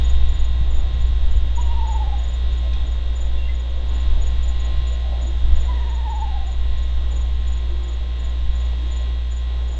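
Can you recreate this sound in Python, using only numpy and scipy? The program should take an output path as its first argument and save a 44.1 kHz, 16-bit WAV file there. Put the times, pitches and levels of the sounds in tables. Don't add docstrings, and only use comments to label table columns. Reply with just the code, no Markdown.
import sys
import numpy as np
from scipy import signal
from scipy.fft import rfft, irfft, next_fast_len
from scipy.io import wavfile
from scipy.ndimage import map_coordinates

SR = 44100
rng = np.random.default_rng(int(sys.argv[2]) if len(sys.argv) > 2 else 0)


def digitize_waveform(pressure):
    field = np.atleast_2d(pressure).T
    bounded = np.clip(field, -1, 1)
    quanta = np.round(bounded * 32767).astype(np.int16)
    wavfile.write(sys.argv[1], SR, quanta)


N = 431738

# (first crest [s], length [s], pitch [Hz], fall [Hz], quaver rate [1/s],
# slowing [1/s^2], first and last pitch sag [share], deepest dip [dB], second and third harmonic [dB])
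OWL_CALLS = [(1.601, .61, 958, 178, 16.7, 0, .035, .15, 20, -61.5, -47),
             (5.707, .79, 974, 205, 18, 3.5, .065, .14, 9.5, -46, -59)]
# (time [s], level [dB])
OWL_EFFORT = [
    [(1.59, -29.5), (1.63, -43.5), (1.72, -37), (1.81, -26.5), (2.01, -26), (2.08, -31.5), (2.15, -29),
     (2.18, -52)],
    [(5.705, -31.5), (5.75, -43.5), (5.9, -36), (6.03, -38), (6.08, -27.5), (6.23, -27), (6.28, -33.5),
     (6.43, -36), (6.5, -40)],
]
# (frequency [Hz], gain [dB])
OWL_THROAT = [(1500, -30), (2550, -24), (2790, -9), (2890, 1.5), (3000, -7.5)]
# (time [s], length [s], centre [Hz], relative level [dB])
TAIL_AND_PUFFS = [(2.148, 0.12, 700, -47), (2.614, 0.078, 660, -46), (4.08, 0.33, 520, -54),
                  (4.43, 0.12, 740, -48), (4.637, 0.066, 680, -45), (4.881, .1, 565, -47),
                  (4.982, 0.35, 705, -44.5), (8.804, 0.089, 320, -48), (8.97, 0.097, 598, -49.5)]
# (time [s], pitch [Hz], level [dB])
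FAR_TRILL = [(2.7, 563, -68), (2.95, 550, -49), (3.3, 543.5, -46.5), (3.5, 535, -52.5), (3.7, 525, -44.5),
             (3.84, 505, -42.5), (3.95, 517, -75)]

# (time [s], level [dB])
CLAW_HITS = [(2.733, -41.5), (2.765, -53), (2.795, -54)]
# (frequency [Hz], level [dB])
TICK_SPECTRUM = [(500, -21), (1800, -2), (2700, -1), (4000, -7.5), (6000, -7), (8000, -28)]
# (frequency [Hz], level [dB], time to fall 60 dB [s])
ARM_MODES = [(2520, 8, 0.077), (3310, 7.5, 0.27), (3580, 10.5, 0.14)]
# (time [s], length [s], pitch [Hz], level [dB])
ARM_SQUEAKS = [(3.34, 0.065, 3524, -45.5), (3.375, 0.041, 2760, -42.5), (3.418, 0.031, 2730, -42),
               (3.445, 0.041, 2770, -41), (3.478, .045, 2052, -39.5), (3.519, 0.069, 2080, -51)]

# (first chirp [s], spacing [s], chirps [count], opening level [dB])
LOW_BOUTS = [(.054, .349, 3, -42), (1.57, .312, 3, -40), (2.535, .34, 5, -50), (4.227, 0.38, 2, -40.5),
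             (4.897, .335, 1, -52), (5.226, .34, 3, -44), (6.165, 0.31, 3, -49), (7.17, 0.36, 8, -45)]
HIGH_BOUTS = [(.296, 0.42, 2, -47.5), (1.022, .298, 3, -51), (1.915, .377, 2, -48.5),
              (3.167, .793, 2, -43.5), (4.44, 0.44, 2, -41), (5.233, .375, 2, -48), (6.109, .367, 2, -51),
              (7.122, .36, 5, -45.5), (8.923, 0.4, 3, -44)]

# (frequency [Hz], level [dB])
RUSH_SPECTRUM = [(40, -22), (155, -3.5), (171, 9.5), (188, -3), (280, -1), (345, 2), (400, -1), (700, -1.5),
                 (950, -6), (1250, -10.5), (2000, -21), (4000, -46.5)]
# (time [s], length [s], start pitch [Hz], end pitch [Hz], level [dB])
DIM_TONES = [(5.223, 0.047, 214, 249.6, -42), (5.26, 0.084, 322, 358, -39.5), (7.553, 0.44, 350, 349, -47)]

# (time [s], relative level [dB])
BREEZE_LEVEL = [(0, -17.5), (1.25, -18.5), (1.6, -21), (2.3, -23.5), (3.1, -23.5), (3.65, -28),
                (4.3, -23.5), (5.1, -28.5), (5.9, -30), (6.9, -24), (8, -30), (9.79, -33.5)]
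# (time [s], half-length [s], rise [dB])
PORT_GUSTS = [(1.017, 0.063, 5.5), (1.37, 0.12, 4.5), (2.8, 0.08, 6), (4.122, .12, 7.5), (4.5, 0.12, 6.5),
              (4.782, 0.049, 13.5), (5.52, 0.15, 15.5), (6.612, 0.11, 4.5), (8.493, 0.055, 11)]
# (time [s], relative level [dB])
PORT_EDDIES = [(0.613, -11.5), (0.951, -21), (1.319, -20)]
# (frequency [Hz], level [dB])
BUFFET_SPECTRUM = [(2, -29), (10, 1), (20, -8), (40, -13), (70, -22), (100, -30), (160, -43), (300, -62),
                   (1000, -100)]

# (time [s], relative level [dB])
SHARED_SWELL = [(0, 3.1), (.45, 0.13), (1.8, .8), (2.8, 0.1), (3.8, -0.8), (4.05, 1.5), (5.25, 0),
                (5.58, 2.3), (5.9, 0), (6.5, -1), (6.9, 0.2), (8.1, -1.1), (8.85, .8), (9.25, -1.2),
                (9.79, -0.5)]
# (multiple of the mains [-], relative level [dB])
HUM_PARTIALS = [(1, -0.5), (2, -21.5), (4, -42.5), (5, -38), (7, -49.5)]
# (frequency [Hz], level of each [dB])
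BUZZ_BED = [(1000, -74.5), (1400, -76.5), (2400, -70.5), (3000, -72), (3500, -62), (4100, -75),
            (4500, -80.5), (5500, -93.5), (6000, -110)]
# (multiple [-], level [dB])
BUZZ_PARTIALS = [(18, -55), (33, -58), (35, -67), (37, -70), (40, -70.5), (46, -63), (47, -71), (49, -61),
                 (58, -61), (59, -60.5), (62, -71), (66, -57), (67, -64.5), (68, -64.5), (71, -64),
                 (72, -65.5), (74, -68.5)]
# (multiple, to be rounded [-], first level [dB], last level [dB])
BUZZ_DRIFTERS = [(56, -55, -54), (62.58, -50.5, -54.5), (83, -69.5, -74.5)]
# (frequency [Hz], level [dB])
HISS_SPECTRUM = [(300, -3), (1200, -7), (1600, 0.5), (2000, -0.5), (2400, -2), (2900, 1.5), (3700, 2.5),
                 (4100, -3.5), (4600, -11.5), (7000, -13.5), (7900, -19.5), (8600, -38)]

BAND_LIMIT_HZ = 8700


def whinny(call, effort, onset_s=0.033, attack_s=0.018, release_s=0.03, accent_s=0.0496):
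    s, length, start_hz, fall_hz, rate, slowing, first_sag, last_sag, dip_db, second_db, third_db = call
    t = clock() - s
    progress = np.clip(t / length, 0, 1)
    trough = np.sin(np.pi * (rate * t - slowing * t * t / 2)) ** 2 * (t > 0)
    sag = first_sag + (last_sag - first_sag) * progress
    pitch = start_hz - fall_hz * progress ** 2.4
    pitch *= 1 - sag * trough + 0.00707 * wobble(150) + 0.006 * wobble(16)
    scoop = 0.061 * np.clip(-t / onset_s, 0, 1)
    pitch *= 1 + 0.035 * np.exp(-(t / accent_s) ** 2) - scoop
    phase = 2 * np.pi * np.cumsum(pitch) / SR
    dip = dip_db * (sag / last_sag * trough) ** 2
    fundamental = amp(curves(effort)[0] - dip) * np.sin(phase)
    second = amp(second_db - 9 * progress - dip) * np.sin(2 * phase)
    third = amp(third_db + along(OWL_THROAT, 3 * pitch)) * np.sin(3 * phase)
    gate = np.clip((t + onset_s) / attack_s, 0, 1) * np.clip((length - t) / release_s + 1, 0, 1)
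    roughness = amp(1.8 * wobble(120) + 1.4 * wobble(30))
    return gate * roughness * (fundamental + second + third)


def whinny_tail():
    return trees(puffs(TAIL_AND_PUFFS[:1]), t60=0.37, wet_db=-5)


def trill(pulse_hz=14, pitch_swing=0.038, dip_db=7):
    pitch, db = curves(FAR_TRILL)
    t = clock()
    beat = np.cos(2 * np.pi * (pulse_hz * t + 0.1 * wobble(3)))
    phase = 2 * np.pi * np.cumsum(pitch * (1 + pitch_swing * beat)) / SR
    sounding = (t > FAR_TRILL[0][0]) & (t < FAR_TRILL[-1][0])
    return sounding * amp(db + dip_db * (beat - 1) / 2) * np.sin(phase)


def feeder(ring_db=-9, tick_t60=0.06, scrape_db=-49):
    out, t = np.zeros(N), np.arange(SR // 2) / SR
    for s, length, hz, db in ARM_SQUEAKS:
        add(out, s, amp(db) * note(length, hz, hz))
    out *= amp(2 * wobble(250))
    ring = sum(amp(db - 60 * t / t60) * np.sin(2 * np.pi * hz * t) for hz, db, t60 in ARM_MODES)
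    for s, db in CLAW_HITS:
        tick = noise(TICK_SPECTRUM)[:len(t)] * amp(-60 * t / tick_t60)
        add(out, s, amp(db) * (tick + amp(ring_db) * ring))
    add(out, CLAW_HITS[0][0], amp(scrape_db) * puff(length=0.13, hz=3550, width=0.06))
    return trees(out, t60=0.19, wet_db=-10)


def crickets():
    far_song = [(s + rng.normal(0, 0.04), rng.normal(-63, 2)) for s in np.arange(0.15, N / SR, 0.4)]
    low = cricket(chirps(LOW_BOUTS), wing_hz=6810, period_s=0.05, stroke_s=0.031, droop_hz=17)
    high = cricket(chirps(HIGH_BOUTS), wing_hz=6996, period_s=0.05, stroke_s=0.03, droop_hz=15)
    far = cricket(far_song, wing_hz=6730, period_s=0.059, stroke_s=0.034, droop_hz=15)
    return trees(low + high + far, t60=0.27, wet_db=-11)


def cricket(song, wing_hz, period_s, stroke_s, droop_hz):
    out = np.zeros(N)
    for s, db in song:
        for k in range(2):
            syllable = amp(db + rng.normal(0, 1)) * note(stroke_s, wing_hz + droop_hz, wing_hz - droop_hz)
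            add(out, s + k * period_s - stroke_s / 2, syllable)
    return out


def chirps(bouts, settled_db=-51, settle_s=0.66):
    return [(s + k * gap, settled_db + (db - settled_db) * np.exp(-(k * gap / settle_s) ** 2))
            for s, gap, count, db in bouts for k in range(round(count))]


def far_noise(rush_db=-45):
    tones = np.zeros(N)
    for s, length, start_hz, end_hz, db in DIM_TONES:
        add(tones, s, amp(db) * note(length, start_hz, end_hz))
    dim = tones * amp(3.3 * wobble(25)) + puffs(TAIL_AND_PUFFS[1:])
    rush = amp(rush_db + curves(SHARED_SWELL)[0] + 0.98 * wobble(6.4)) * noise(RUSH_SPECTRUM)
    return rush + trees(dim, t60=0.37, wet_db=-5)


def wind(gain_db=2, push_s=0.002):
    gusts_db = sum(db * np.exp(-((clock() - s) / half) ** 2) for s, half, db in PORT_GUSTS)
    lumps = unit(noise(BUFFET_SPECTRUM) * amp(0.49 * wobble(19)))
    out = amp(curves(BREEZE_LEVEL)[0] + gusts_db + gain_db) * lumps
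    u = np.arange(-SR // 50, SR // 50) / SR / push_s
    thump = u * np.exp(-u * u / 2)
    for s, db in PORT_EDDIES:
        add(out, s - len(thump) / 2 / SR, amp(db) * thump)
    return out


def hum(mains_hz=60, level_db=-20.5):
    phase = 2 * np.pi * mains_hz * clock()
    wave = sum(amp(db) * np.sin(k * phase + rng.uniform(0, 2 * np.pi)) for k, db in HUM_PARTIALS)
    return amp(level_db + 1.48 * curves(SHARED_SWELL)[0] + 0.71 * wobble(8)) * unit(wave)


def electronics(repeat_hz=58.495, hiss_db=-48.5, size=4096):
    orders = np.arange(size // 2 + 1)
    level_db = along(BUZZ_BED, orders * repeat_hz)
    for k, db in BUZZ_PARTIALS:
        level_db[round(k)] = db
    drifting = np.isin(orders, [round(row[0]) for row in BUZZ_DRIFTERS])
    steady = (orders > 0) & (orders * repeat_hz < BAND_LIMIT_HZ) & ~drifting
    phases = np.exp(2j * np.pi * rng.random(len(orders)))
    cycle = irfft(amp(level_db) * steady * phases) * size / np.sqrt(2)
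    turns = repeat_hz * clock() + 0.001 * wobble(3)
    whine = np.zeros(N)
    for k, first_db, last_db in BUZZ_DRIFTERS:
        drift = amp(np.linspace(first_db, last_db, N) - 1.05 * wobble(2))
        whine += drift * np.sqrt(2) * np.sin(2 * np.pi * round(k) * turns)
    buzz = amp(1.5 * wobble(6.5)) * np.interp(turns, np.arange(size) / size, cycle, period=1)
    hiss = amp(hiss_db) * noise(HISS_SPECTRUM)
    return amp(curves(SHARED_SWELL)[0]) * (whine + buzz + hiss)


def trees(x, t60, wet_db):
    t = np.arange(SR) / SR
    tail = rng.standard_normal(SR) * amp(-60 * t / t60)
    return x + amp(wet_db) * signal.fftconvolve(x, tail / np.linalg.norm(tail))[:N]


def note(length, start_hz, end_hz):
    u = np.linspace(0, 1, int(length * SR))
    turns = np.cumsum(start_hz + (end_hz - start_hz) * u) / SR + rng.random()
    return np.sin(np.pi * u) * np.sin(2 * np.pi * turns)


def puffs(rows):
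    out = np.zeros(N)
    for s, length, hz, db in rows:
        add(out, s, amp(db + 1) * puff(length, hz, width=0.16))
    return out


def puff(length, hz, width):
    n = int(length * SR)
    band = np.exp(-0.5 * ((np.fft.rfftfreq(SR, 1 / SR) / hz - 1) / width) ** 2)
    band_noise = irfft(rfft(rng.standard_normal(SR)) * band)[:n]
    return unit(band_noise) * np.sin(np.linspace(0, np.pi, n))


def noise(spectrum):
    return unit(filtered(rng.standard_normal(N), lambda hz: amp(along(spectrum, hz))))


def filtered(x, response):
    m = next_fast_len(N + SR // 2)
    return irfft(rfft(x, m) * response(np.fft.rfftfreq(m, 1 / SR)), m)[:N]


def wobble(rate):
    return map_coordinates(rng.standard_normal(int(N * rate / SR) + 4), [clock() * rate])


def curves(rows):
    times, *columns = np.transpose(rows)
    return [np.interp(clock(), times, column) for column in columns]


def along(points, hz):
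    freqs, values = np.transpose(points)
    return np.interp(np.log(hz + 1), np.log(freqs + 1), values)


def add(track, s, sound):
    start = round(s * SR)
    part = sound[max(-start, 0):max(N - start, 0)]
    track[max(start, 0):][:len(part)] += part


def clock():
    return np.arange(N) / SR


def amp(db):
    return 10 ** (np.asarray(db) / 20)


def unit(x):
    return x / np.sqrt(np.mean(x ** 2) + 1e-20)


def scene():
    calls = sum(whinny(call, effort) for call, effort in zip(OWL_CALLS, OWL_EFFORT))
    owls = trees(amp(-1) * calls + trill(), t60=0.3, wet_db=-15.5) + whinny_tail()
    return (owls + crickets() + feeder() + far_noise() + wind() + hum() + electronics())[None]


def record(dry):
    return filtered(dry[0], lambda hz: hz < BAND_LIMIT_HZ)[None]


dry = scene()
out = record(dry)
digitize_waveform(out)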